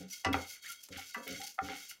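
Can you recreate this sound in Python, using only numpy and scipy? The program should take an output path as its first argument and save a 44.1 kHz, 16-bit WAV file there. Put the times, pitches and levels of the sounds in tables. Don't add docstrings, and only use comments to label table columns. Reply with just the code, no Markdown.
import sys
import numpy as np
from scipy import signal
from scipy.fft import rfft, irfft
from scipy.io import wavfile
from scipy.ndimage import uniform_filter1d

SR = 44100
rng = np.random.default_rng(int(sys.argv[2]) if len(sys.argv) > 2 else 0)


def output_pcm(signal):
    pcm = np.clip(np.atleast_2d(signal).T, -1, 1) * 32767
    wavfile.write(sys.argv[1], SR, np.round(pcm).astype(np.int16))


N = 88200
T = np.arange(N) / SR
HZ = np.fft.rfftfreq(N, 1 / SR)
FRICTION_RISE_S = 0.0079


def amp(db):
    return 10 ** (np.asarray(db) / 20)


def unit(x):
    return x / np.sqrt(np.mean(x ** 2) + 1e-20)


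def read(points, hz, column=1):
    columns = np.transpose(points)
    return np.interp(np.log(hz + 1), np.log(columns[0] + 1), columns[column])


def add(mix, start_s, sound):
    part = mix[max(round(start_s * SR), 0):][:len(sound)]
    part += sound[:len(part)]


def colour(x, gain):
    cepstrum = irfft(np.log(np.maximum(gain, 1e-5)), N)
    fold = 1 + np.sign(N / 2 - np.arange(N))
    fold[0] = 1
    return unit(irfft(rfft(x) * np.exp(rfft(cepstrum * fold)), N))


def peaks(modes, order):
    power = sum(amp(db) ** 2 / (1 + abs(2 * (HZ - hz) / width_hz) ** order) for hz, width_hz, db in modes)
    return np.sqrt(power)


def clicks(rate_per_s, spread_db):
    size = amp(spread_db * np.minimum(rng.exponential(1, N), 4))
    return size * rng.choice([-1., 1.], N) * (rng.random(N) < rate_per_s / SR)


def decay(t, t60_s):
    return amp(-60 * np.maximum(t, 0) / t60_s)


def push(start_s, length_s, rise_s, t60_s):
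    return np.clip((T - start_s) / rise_s, 0, 1) * decay(T - start_s - length_s, t60_s)


def hum(gain):
    phase = np.exp(2j * np.pi * rng.random(len(HZ)))
    x = unit(irfft(gain * phase, N))
    return x / np.sqrt(uniform_filter1d(x ** 2, size=1800))


def air():
    # freq_hz, density_db
    spectrum = [(20, -15), (100, -11.5), (400, -12.5), (1000, -16), (4000, -22.5), (16000, -23.5)]
    return amp(-76.5) * colour(rng.standard_normal(N), amp(read(spectrum, HZ)))


def reflections(x):
    tail = clicks(2000, spread_db=-5) * decay(T, t60_s=0.22) * (T > 0.008)
    return signal.fftconvolve(x, tail / np.linalg.norm(tail))[:N]


def support():
    # start_s, length_s, thud_db, rumble_db, centre_hz
    shifts = [(0, 0.018, -60.5, -50.5, 360), (.258, 0.065, -41, -39.5, 367),
              (0.351, 0.025, -45.5, -43.5, 417), (0.901, 0.027, -59, -52, 426),
              (0.959, 0.011, -55, -55.5, 272), (1.16, 0.052, -77.5, -52, 594),
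              (1.261, 0.067, -75, -49.5, 520), (1.293, 0.01, -55.5, -44, 380), (1.327, 0.07, -68, -55, 176),
              (1.613, 0.042, -52, -47.5, 315), (1.685, 0.036, -81, -49.5, 370)]
    # pitch_hz, width_hz, level_db
    thud_modes = [(86, 6, 0), (97, 8, -6), (129, 6, -10)]
    # pitch_hz, width_hz, level_db
    rumble_modes = [(186, 12, -3), (205, 10, -9), (267, 8, 2), (286, 14, -2), (418, 24, -8), (500, 12, -4),
                    (545, 10, -4), (690, 45, -14)]
    rise_s = 0.0081
    thud = hum(peaks(thud_modes, order=4))
    rumble_gain = peaks(rumble_modes, order=3)
    out = np.zeros(N)
    for start_s, length_s, thud_db, rumble_db, centre_hz in shifts:
        offset_octaves = np.log2((HZ + 1) / centre_hz)
        rumble = hum(rumble_gain / (1 + offset_octaves ** 2))
        out += amp(thud_db) * thud * push(start_s, length_s, rise_s, t60_s=0.23)
        out += amp(rumble_db) * rumble * push(start_s, length_s, rise_s, t60_s=0.27)
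    return out


def singing():
    # start_s, length_s, pitch_hz, level_db
    tones = [(0, 0.074, 182, -52.5), (0.105, 0.021, 5890, -46.5), (.124, 0.013, 2160, -54),
             (0.272, 0.085, 275, -39), (0.366, 0.081, 2150, -55), (0.502, 0.034, 2163, -57),
             (0.691, 0.031, 1391, -48), (0.774, 0.043, 3265, -63.5), (0.977, 0.022, 783, -51),
             (1.161, 0.052, 253, -51), (1.262, 0.028, 2193, -52.5), (1.706, 0.029, 2200, -55),
             (1.893, 0.0068, 2893, -46.5)]
    width_hz = 21
    out = np.zeros(N)
    for start_s, length_s, pitch_hz, level_db in tones:
        tone = hum(peaks([(pitch_hz, width_hz, 0)], order=3))
        out += amp(level_db) * push(start_s, length_s, FRICTION_RISE_S, t60_s=0.083) * tone
    return out


def squeaks():
    # start_s, length_s, first_hz, last_hz, level_db
    glides = [(0.544, 0.013, 2350, 1980, -55.5), (0.642, .034, 1500, 2214, -49.5)]
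    width_hz = 210
    out = np.zeros(N)
    for start_s, length_s, first_hz, last_hz, level_db in glides:
        pitch_hz = np.interp(T, [start_s, start_s + length_s], [first_hz, last_hz])
        carrier = np.exp(2j * np.pi * np.cumsum(pitch_hz) / SR)
        noise = rng.standard_normal(N) + 1j * rng.standard_normal(N)
        roughness = signal.lfilter(*signal.butter(2, width_hz / 2, fs=SR), noise)
        envelope = push(start_s, length_s, FRICTION_RISE_S, t60_s=0.061)
        out += amp(level_db) * envelope * unit((roughness * carrier).real)
    return out


def scrapes():
    # start_s, length_s, rasp_db, drone_db
    strokes = [(0, 0.043, -59, -64.5), (0.104, 0.0098, -77, -98), (0.371, 0.085, -57, -56),
               (0.524, 0.047, -63.5, -109), (0.634, 0.049, -52, -86), (0.703, 0.014, -52, -77),
               (0.919, 0.038, -50, -80), (0.955, 0.069, -50.5, -71.5), (1.266, 0.1, -50, -84),
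               (1.395, 0.045, -61, -50), (1.639, 0.03, -50, -55), (1.691, 0.065, -47.5, -49.5),
               (1.778, 0.071, -59.5, -91), (1.905, 0.0073, -51.5, -74)]
    # freq_hz, density_db
    rasp_spectrum = [(200, -10), (1000, -25.5), (1400, 6), (1800, -5.5), (2170, 11), (2450, -4),
                     (2900, 3.5), (3600, -2), (7000, -30), (16000, -64)]
    # pitch_hz, width_hz, level_db
    drone_modes = [(786.7, 42, 21), (1320, 34, -30)]
    slips = clicks(rate_per_s=980, spread_db=2)
    rasp = colour(slips, amp(read(rasp_spectrum, HZ)))
    drone = colour(slips, peaks(drone_modes, order=4))
    out = np.zeros(N)
    for start_s, length_s, rasp_db, drone_db in strokes:
        envelope = push(start_s, length_s, FRICTION_RISE_S, t60_s=0.14)
        out += envelope * (amp(rasp_db) * rasp + amp(drone_db) * drone)
    return out


def knocks(blows, modes):
    # freq_hz, density_db, t60_s
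    clack_spectrum = [(102, 4, 0.61), (388, 7.5, 0.18), (770, -6.5, 0.31), (1350, -0.5, 0.25),
                      (2640, -3, 0.033), (3800, -3.5, .08), (7560, -8, 0.096), (8400, -13, 0.04),
                      (15700, 0, 0.056)]
    contact_s = 0.00059
    t = T[:N // 3]
    ring = sum((-1) ** k * amp(db) * decay(t, t60_s) * np.sin(2 * np.pi * hz * t)
               for k, (hz, db, t60_s) in enumerate(modes))
    ring *= np.minimum(t / contact_s, 1)
    clack_bins = rfft(colour(rng.standard_normal(N), amp(read(clack_spectrum, HZ))))
    edges_hz = np.geomspace(60, 17000, 13)
    bands = []
    for low_hz, high_hz in zip(edges_hz, edges_hz[1:]):
        band = irfft(clack_bins * (HZ >= low_hz) * (HZ < high_hz), N)
        t60_s = read(clack_spectrum, np.sqrt(low_hz * high_hz), column=2)
        bands.append((band, decay(t, t60_s)))
    out = np.zeros(N)
    for start_s, ring_db, clack_db, crack_db, free_ring_s, low_hz, high_hz in blows:
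        offset = rng.integers(N // 2)
        clack = sum(band[offset:offset + len(t)] * envelope for band, envelope in bands)
        blade_damping = decay(t - free_ring_s, t60_s=0.126)
        crack = rng.standard_normal(len(t)) * decay(t, t60_s=0.032)
        blow = amp(ring_db) * ring * blade_damping + amp(clack_db) * clack + amp(crack_db) * crack
        blow = signal.sosfilt(signal.butter(5, low_hz, "high", fs=SR, output="sos"), blow)
        add(out, start_s, signal.lfilter(*signal.butter(4, high_hz, fs=SR), blow))
    return out


def wall_knocks():
    # start_s, ring_db, clack_db, crack_db, free_ring_s, low_hz, high_hz
    blows = [(.2405, -48, -61, -48, 0.0074, 247, 2000), (.2470, -27.5, -26.5, -31.5, 0.12, 526, 7670),
             (.265, -35, -30, -34, 0.041, 290, 2980), (1.1445, -34, -29.5, -62, .11, 1033, 2480)]
    # pitch_hz, level_db, t60_s
    modes = [(400, -28, 0.15), (666, -10, .15), (772, -4.5, 0.15), (963, -10, 0.58), (1010, -3.5, 0.03),
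             (1159, -9, 0.32), (1390, -14.5, 0.28), (1512, -16.5, 0.11), (1733, -15, 0.36),
             (1997, -2.5, 0.14), (2634, -15.5, 0.39), (2870, 0.5, 0.031), (5240, -12, .1),
             (10000, -14, .06)]
    return knocks(blows, modes)


def base_knocks():
    # start_s, ring_db, clack_db, crack_db, free_ring_s, low_hz, high_hz
    blows = [(.3285, -21, -32.5, -48, .02, 2680, 12700), (.333, -14, -33, -47, .02, 2780, 5840),
             (.3420, -26, -26.5, -22.5, 0.0089, 416, 3020), (.8865, -73, -58.5, -46.5, .01, 200, 11300),
             (.9258, -55, -45.5, -39.5, .02, 1710, 6070), (.986, -49, -55, -42, 0.025, 705, 7500),
             (1.277, -36, -37, -46, .02, 2130, 14900), (1.415, -33.5, -42, -34, 0.023, 2000, 7000),
             (1.5812, -42, -60, -64, 0.0087, 404, 1380), (1.5885, -25, -37, -22.5, 0.018, 660, 2000),
             (1.686, -41, -39.5, -54, 0.012, 900, 3090)]
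    # pitch_hz, level_db, t60_s
    modes = [(779, -2, 0.14), (1177, -13, 0.064), (1378, 5.5, 0.018), (1419, -11.5, 0.21),
             (1840, 0.5, 0.0067), (2130, 0.5, 0.016), (3320, -15.5, 0.033)]
    return knocks(blows, modes)


def grains():
    # start_s, rise_s, length_s, rattle_db, hiss_db, ring_db
    rushes = [(-.02, 0.0081, 0.029, -56, -58.5, -56.5), (0.079, 0.0021, .008, -62.5, -67, -75),
              (0.096, 0.0073, 0.066, -54, -54, -62.5), (0.114, 0.018, 0.013, -48.5, -48.5, -48.5),
              (0.153, 0.014, 0.068, -63.5, -61.5, -76), (0.338, 0.0086, 0.11, -59, -58.5, -53),
              (0.45, 0.066, 0.059, -49, -48.5, -50.5), (0.522, .01, 0.027, -60, -55.5, -63),
              (0.611, 0.053, 0.082, -60.5, -54, -51), (0.683, 0.0049, .035, -54, -48.5, -53.5),
              (0.776, 0.063, 0.072, -56, -56, -76), (0.901, 0.022, 0.093, -63.5, -64, -56.5),
              (0.969, 0.0095, 0.057, -52, -54.5, -74), (1.04, 0.031, 0.062, -54.5, -57, -56),
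              (1.133, 0.0095, 0.012, -51, -51, -54), (1.17, .01, 0.049, -77, -65, -65),
              (1.219, 0.013, .05, -61.5, -58.5, -57.5), (1.287, 0.0065, 0.07, -53.5, -57, -51.5),
              (1.349, 0.033, 0.095, -58, -56, -53), (1.445, 0.0059, 0.06, -52, -54.5, -70),
              (1.528, 0.022, 0.021, -62, -58, -72), (1.596, 0.048, 0.27, -56, -61, -56.5),
              (1.743, 0.018, 0.12, -61, -57.5, -58.5), (1.84, 0.026, 0.015, -62, -67, -62),
              (1.886, 0.0062, 0.008, -49, -45, -70)]
    # freq_hz, density_db
    rattle_spectrum = [(200, -20.5), (1000, -41.5), (1450, -14), (2200, -11), (2700, -1.5), (3800, -7),
                       (4700, 3), (6200, 1.5), (7400, -6), (8100, -17), (16000, -30.5)]
    # freq_hz, density_db
    hiss_spectrum = [(3000, -22.5), (7000, 3), (8200, -4.5), (8900, 2), (9600, -1.5), (11000, 2.5),
                     (13000, 0), (15700, -2.5)]
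    # pitch_hz, width_hz, level_db
    pan_modes = [(1455, 50, -3.5), (2166, 130, -1), (3133, 74, -11), (3257, 67, 1.5), (3783, 88, -3.5),
                 (4445, 91, 0.5), (4930, 67, -6.5), (5580, 32, 0), (6090, 100, -5), (6240, 110, -1.5),
                 (6710, 21, 0.5), (7520, 116, -7), (8830, 88, -9.5)]
    clump_db, clump_s = 2.5, 0.0091
    rattle_t60_s, hiss_t60_s, ring_t60_s = 0.17, 0.11, 0.38
    wander = unit(uniform_filter1d(rng.standard_normal(N), int(clump_s * SR) + 1))
    clumps = amp(clump_db * wander)
    layers = [(amp(read(rattle_spectrum, HZ)), rattle_t60_s),
              (amp(read(hiss_spectrum, HZ)), hiss_t60_s),
              (peaks(pan_modes, order=4), ring_t60_s)]
    out = np.zeros(N)
    for k, (gain, t60_s) in enumerate(layers):
        power = sum((amp(levels_db[k]) * push(start_s, length_s, rise_s, t60_s)) ** 2
                    for start_s, rise_s, length_s, *levels_db in rushes)
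        impacts = clicks(rate_per_s=5000, spread_db=3.5) * clumps
        out += np.sqrt(power) * colour(impacts, gain)
    return out


def scene():
    pan = grains() + scrapes() + squeaks() + singing() + wall_knocks() + base_knocks()
    return (air() + pan + amp(-11) * reflections(pan) + support())[None]


def record(dry):
    cutoff_hz = 15850
    taps = signal.firwin(511, cutoff_hz, window=("kaiser", 9), fs=SR)
    return signal.oaconvolve(dry, taps[None], "same")


dry = scene()
out = record(dry)
output_pcm(out)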